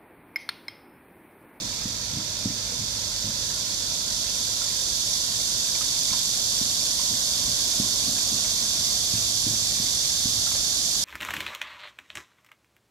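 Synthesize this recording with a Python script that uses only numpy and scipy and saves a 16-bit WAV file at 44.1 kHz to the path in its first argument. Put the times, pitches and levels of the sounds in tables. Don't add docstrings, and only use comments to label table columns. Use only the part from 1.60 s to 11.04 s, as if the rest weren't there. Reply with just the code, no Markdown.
import sys
import numpy as np
from scipy import signal
from scipy.fft import rfft, irfft
from scipy.io import wavfile
from scipy.ndimage import uniform_filter1d

SR = 44100
rng = np.random.default_rng(int(sys.argv[2]) if len(sys.argv) > 2 else 0)


def transcribe(signal):
    frames = np.atleast_2d(signal).T
    limited = np.clip(frames, -1, 1)
    pcm = np.round(limited * 32767).astype(np.int16)
    wavfile.write(sys.argv[1], SR, pcm)


N = 416304
TIME = np.arange(N) / SR


def undb(db):
    return 10 ** (np.asarray(db) / 20)


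def unit(x):
    return x / np.sqrt(np.mean(x ** 2))


def rise(mid_s, width_s):
    return 1 / (1 + np.exp((mid_s - TIME) / width_s))


def walk(rate):
    k = max(int(SR / rate), 1)
    held = np.repeat(rng.standard_normal(N // k + 1), k)
    smooth = uniform_filter1d(uniform_filter1d(held, k), k)
    return np.sqrt(2) * smooth[:N]


def add(track, s, sound):
    i = int(np.clip(s * SR, 0, N - 1))
    track[i:i + len(sound)] += sound[:N - i]


def colour(x, points):
    hz, db = np.transpose(points)
    f = np.maximum(np.fft.rfftfreq(N, 1 / SR), 1)
    gain = undb(np.interp(np.log(f), np.log(hz), db))
    return irfft(rfft(x) * gain, N)


def pan(db):
    return undb([[db / 2], [-db / 2]])


def scatter(x, t60):
    t = np.arange(int(t60 * SR)) / SR
    tail = rng.standard_normal((2, len(t))) * np.exp(-np.log(1000) * t / t60)
    tail /= np.sqrt(np.sum(tail ** 2, axis=1, keepdims=True))
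    return signal.oaconvolve(x[None], tail, axes=1)[:, :N]


def air(points, apart_hz):
    mid, side = rng.standard_normal((2, N))
    side = signal.sosfilt(signal.butter(1, apart_hz, "high", fs=SR, output="sos"), side)
    return unit(colour(np.array([mid + side, mid - side]), points))


def tymbal(volley_hz, jitter_s, drift=.008, fade_db=1.4, uneven_db=0.7, count=6):
    volleys = int(np.ceil(N / SR * 60))
    chance = rng.standard_normal((volleys, 2 * count + 1))
    rate = volley_hz * (1 + drift * unit(uniform_filter1d(chance[:, 0], 20)))
    rib = np.arange(count)
    spacing = (rib + rng.uniform(-.3, .3, count)) / count
    pull_s = np.cumsum(1 / rate) - (1 + rng.random()) / volley_hz
    click_s = pull_s[:, None] + spacing / volley_hz
    click_s = click_s + jitter_s * chance[:, 1:count + 1]
    size = undb(uneven_db * chance[:, count + 1:] - fade_db * rib)
    heard = (click_s >= 0) & (click_s * SR < N)
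    return unit(np.bincount((click_s[heard] * SR).astype(int), size[heard], N))


def rasp(clicks, t60):
    t = np.arange(int(t60 * SR) + 1) / SR
    energy = signal.oaconvolve(clicks ** 2, np.exp(-2 * np.log(1000) * t / t60))[:N]
    return unit(np.sqrt(np.abs(energy)) * rng.standard_normal(N))


CHORUS_DB, SWELL_DB, SWELL_MID_S, SWELL_WIDTH_S = -26.5, 8.0, 1.9, 1
TINT_FADES_S = 2.3
# frequency in Hz, left gain in dB, right gain in dB.
SONG_COLOUR = [(2920, -19.5, -17.5), (3544, -7, -3), (4080, -12, -8), (4460, -5, -1), (5290, -10.5, -3),
               (6010, -9, 0.0), (6780, -11, -4.0), (7480, -15, -3.5), (8340, -18.5, -14), (9630, -11, -19),
               (11130, -16.5, -18), (12900, -18.5, -22.5), (13950, -32, -25), (15600, -34, -36)]
# volleys per second, time of joining in seconds,
# level in dB relative to the far chorus, left minus right in dB, left ear lag in ms.
NEAR_SINGERS = [(46.88, -15, -6.0, -2, 0.2), (49, 3.5, -5, 2.0, 0.16), (47.8, 5.5, -8.5, 2.5, 0.16),
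                (48.56, 0, -8, 3.5, 0.18), (42.76, -5, -8.5, -9, -0.091)]
# frequency in Hz, gain in dB.
EARLY_TINT = [(3500, 0), (4050, 2), (4500, -0.5), (5200, 1.5), (8000, -2.5), (9500, -4.5), (11500, -3.5),
              (14000, 0)]


def cicadas(join_s=0.38, rib_t60=0.018, near_wet_db=-4.5, near_t60=.1, far_t60=0.028, rock_t60=.25,
            rock_db=-3.0, waver_db=0.19, count=8):
    level_db = CHORUS_DB - SWELL_DB * (1 - rise(SWELL_MID_S, SWELL_WIDTH_S))
    crowds = [sum(tymbal(rng.uniform(43, 52), jitter_s=0.00028) for _ in range(count))
              for ear in range(2)]
    leaves = np.array([rasp(crowd, far_t60) for crowd in crowds])
    all_clicks = sum(crowds)
    rocks = unit(scatter(unit(all_clicks - np.mean(all_clicks)), rock_t60))
    song, power = unit(leaves + undb(rock_db) * rocks), 1
    for volley_hz, joins, db, pan_db, lag_ms in NEAR_SINGERS:
        clicks = tymbal(volley_hz, jitter_s=.00018)
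        buzz = rasp(clicks, rib_t60)
        left = np.roll(buzz, int(round(lag_ms * SR / 1000)))
        direct = np.array([left, buzz]) * pan(pan_db)
        effort = undb(db) * rise(joins, join_s)
        song = song + effort * unit(direct + undb(near_wet_db) * scatter(clicks, near_t60))
        power = power + effort ** 2
    song = song / np.sqrt(power)
    song = signal.sosfilt(signal.butter(12, 2850, "high", fs=SR, output="sos"), song)
    song = np.array([colour(song[ear], np.array(SONG_COLOUR)[:, [0, ear + 1]]) for ear in range(2)])
    full = rise(TINT_FADES_S, SWELL_WIDTH_S)
    song = full * song + (1 - full) * colour(song, EARLY_TINT)
    return song / np.std(song.mean(0)) * undb(level_db + waver_db * walk(12))


SOLE_LAG_S, SOLE_DB, SOLE_HARD_DB = .046, -11.5, -11
# start in seconds, then heel peak in dB, hardness in dB and
# scuff peak in dB, both peaks before the overall step gain.
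HEELS = [(0.012, -27, -15, -31), (0.253, -23, -23, -38), (0.531, -29, -41, -33), (0.568, -25.5, -15, -30.5),
         (0.854, -15.5, -12.5, -30), (1.189, -26.5, -45, -30), (1.641, -25, -30, -33),
         (4.513, -31, -26, -43), (5.01, -25.5, -10, -42), (5.493, -32, -6, -31), (5.871, -29, -6, -30),
         (6.196, -16.5, -7, -31), (6.475, -28, 3, -31), (6.713, -31, -17, -31), (7.011, -32, -3, -36),
         (7.31, -40, 4, -39), (7.535, -24.5, -28, -30), (7.864, -20, -8, -28), (8.197, -27, -25, -36),
         (8.653, -21.5, -20, -34)]
# frequency in Hz, gain in dB at usual hardness, decay t60 in seconds.
DECK_MODES = [(106.5, -21, 1.57), (122, -3, 0.044), (199.5, -0.5, 0.059), (239.7, -2.5, 0.054),
              (291, -12, 0.053), (457, -19.5, 0.034), (645, -16, 0.021)]


def steps(hard_tilt=0.6, contact_s=0.00481, step_db=0.5, scuff_s=0.047, wet_db=-20.0):
    out, t = np.zeros(N), np.arange(SR) / SR
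    hz, mode_db, t60 = np.array(DECK_MODES).T[:, :, None]
    modes = np.cos(2 * np.pi * hz * (t - contact_s)) * np.exp(-np.log(1000) * t / t60)
    usual_db = np.mean(np.array(HEELS)[:, 2])
    octaves = np.log2(hz / DECK_MODES[2][0])
    fade = np.exp(-t / scuff_s)

    def thud(hard_db):
        gains = undb(mode_db + hard_tilt * (hard_db - usual_db) * octaves)
        onset = 1 - np.exp(-(t / contact_s) ** 2)
        ring = np.sum(gains * modes, axis=0) * onset
        return ring / np.abs(ring).max()

    for s, db, hard_db, scuff_db in HEELS:
        heel = thud(hard_db)
        scuff = signal.fftconvolve(heel * fade, rng.standard_normal(SR) * fade)[:SR]
        add(out, s, undb(db) * heel + undb(scuff_db) * scuff / np.abs(scuff).max())
        add(out, s + SOLE_LAG_S, undb(db + SOLE_DB) * thud(SOLE_HARD_DB))
    return undb(step_db) * (out + undb(wet_db) * scatter(out, .2))


def bubble(hz, cycles, glide=0.1):
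    u = np.linspace(0, 1, int(SR * cycles / hz) + 2)
    swell = 1 - np.exp(-cycles * u)
    tone = np.sin(2 * np.pi * cycles * (u + glide * u ** 2 / 2))
    return tone * swell * np.exp(-np.log(100) * u)


FLOW_DB = -48
# frequency in Hz, gain in dB.
WASH_COLOUR = [(200, -7), (400, 5), (650, 2), (1000, -3), (1400, 1), (2200, 3), (2800, 1.5), (5000, -28),
               (12000, -62)]


def waterwheel(spread_db=2.5, cycles=14, bubbles_db=-2.0, wash_db=0.0, slosh_hz=6, slosh_db=0.3,
               pan_db=-3.0, count=5000):
    bubbles = np.zeros(N)
    for when, pitch, size, ring in rng.random((count, 4)):
        hz = 450 * 2 ** (3.5 * pitch)
        gain = undb(-spread_db * np.log(1.01 - size)) * hz
        add(bubbles, when * N / SR, gain * bubble(hz, cycles * (.5 + ring)))
    bubbles = unit(colour(bubbles, WASH_COLOUR))
    bubbles = unit(bubbles + undb(3.0) * scatter(bubbles, .2))
    water = undb(bubbles_db) * bubbles + undb(wash_db) * air(WASH_COLOUR, apart_hz=930)
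    return water * undb(FLOW_DB + slosh_db * walk(slosh_hz)) * pan(pan_db)


# start in seconds, level in dB, bubble pitch in Hz,
# spray in dB relative to that level.
LOUD_SPLASHES = [(1.119, -35, 470, -18), (2.314, -36, 960, -18), (3.016, -32, 1360, -14),
                 (4.151, -29, 2310, -16), (4.211, -30, 1250, -12), (4.508, -32, 2240, -19),
                 (4.53, -28, 1024, -14), (5.394, -33, 1023, -12.5), (6.585, -33, 2460, -18),
                 (6.846, -32, 2140, -9), (8.868, -31, 1360, -12), (8.914, -34, 2340, -11),
                 (8.949, -33, 545, -10)]


def splashes(cycles=30, spray_s=0.024, splash_db=0.0, wet_db=-7.5):
    plops, spray = np.zeros((2, N))
    t = np.arange(SR // 10) / SR
    for s, db, hz, spray_db in LOUD_SPLASHES:
        add(plops, s, undb(db) * bubble(hz, cycles, glide=0.068))
        add(spray, s, undb(db + spray_db) * np.exp(-t / spray_s))
    hiss = unit(colour(rng.standard_normal(N), [(300, -27), (600, 13), (2500, 8), (6000, -30)]))
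    out = plops + spray * hiss
    return undb(splash_db) * (out + undb(wet_db) * scatter(out, .2))


RUMBLE_DB, ROAR_DB, ECHO_MS, ECHO_SHORTENS_MS_PER_S = -44.5, -47, 2.605, 0.046
PASS_S, PASS_WIDTH_S, PASS_DB = 6.26, 1.27, 3
# frequency in Hz, gain in dB.
RUMBLE_COLOUR = [(15, -24), (27, -18), (41, -0.5), (62, -2), (85, -3.5), (106, -3.5), (135, -5), (220, -8),
                 (300, -14.5), (420, -22.5), (900, -47)]
# frequency in Hz, gain in dB.
ROAR_COLOUR = [(120, -29), (220, 1.5), (450, 0.5), (650, 0), (1050, -2.5), (1500, -11.5), (2500, -35)]


def distance(reflection=0.5, waver_hz=1.14, waver_db=-0.34):
    delay_ms = ECHO_MS - ECHO_SHORTENS_MS_PER_S * TIME
    roar_db = ROAR_DB + PASS_DB * np.exp(-((TIME - PASS_S) / PASS_WIDTH_S) ** 2)
    roar = air(ROAR_COLOUR, apart_hz=910)
    echo = np.array([np.interp(TIME - delay_ms / 1000, TIME, ear) for ear in roar])
    hollow_roar = unit(roar - reflection * echo)
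    rumble = air(RUMBLE_COLOUR, apart_hz=716) * undb(RUMBLE_DB + waver_db * walk(waver_hz))
    return rumble + undb(roar_db) * hollow_roar


def scene():
    return cicadas() + steps() + waterwheel() + splashes() + distance()


TOP_HZ = 15700


def record(dry):
    return colour(dry, [(TOP_HZ, 0), (TOP_HZ + 200, -80)])


dry = scene()
out = record(dry)
transcribe(out)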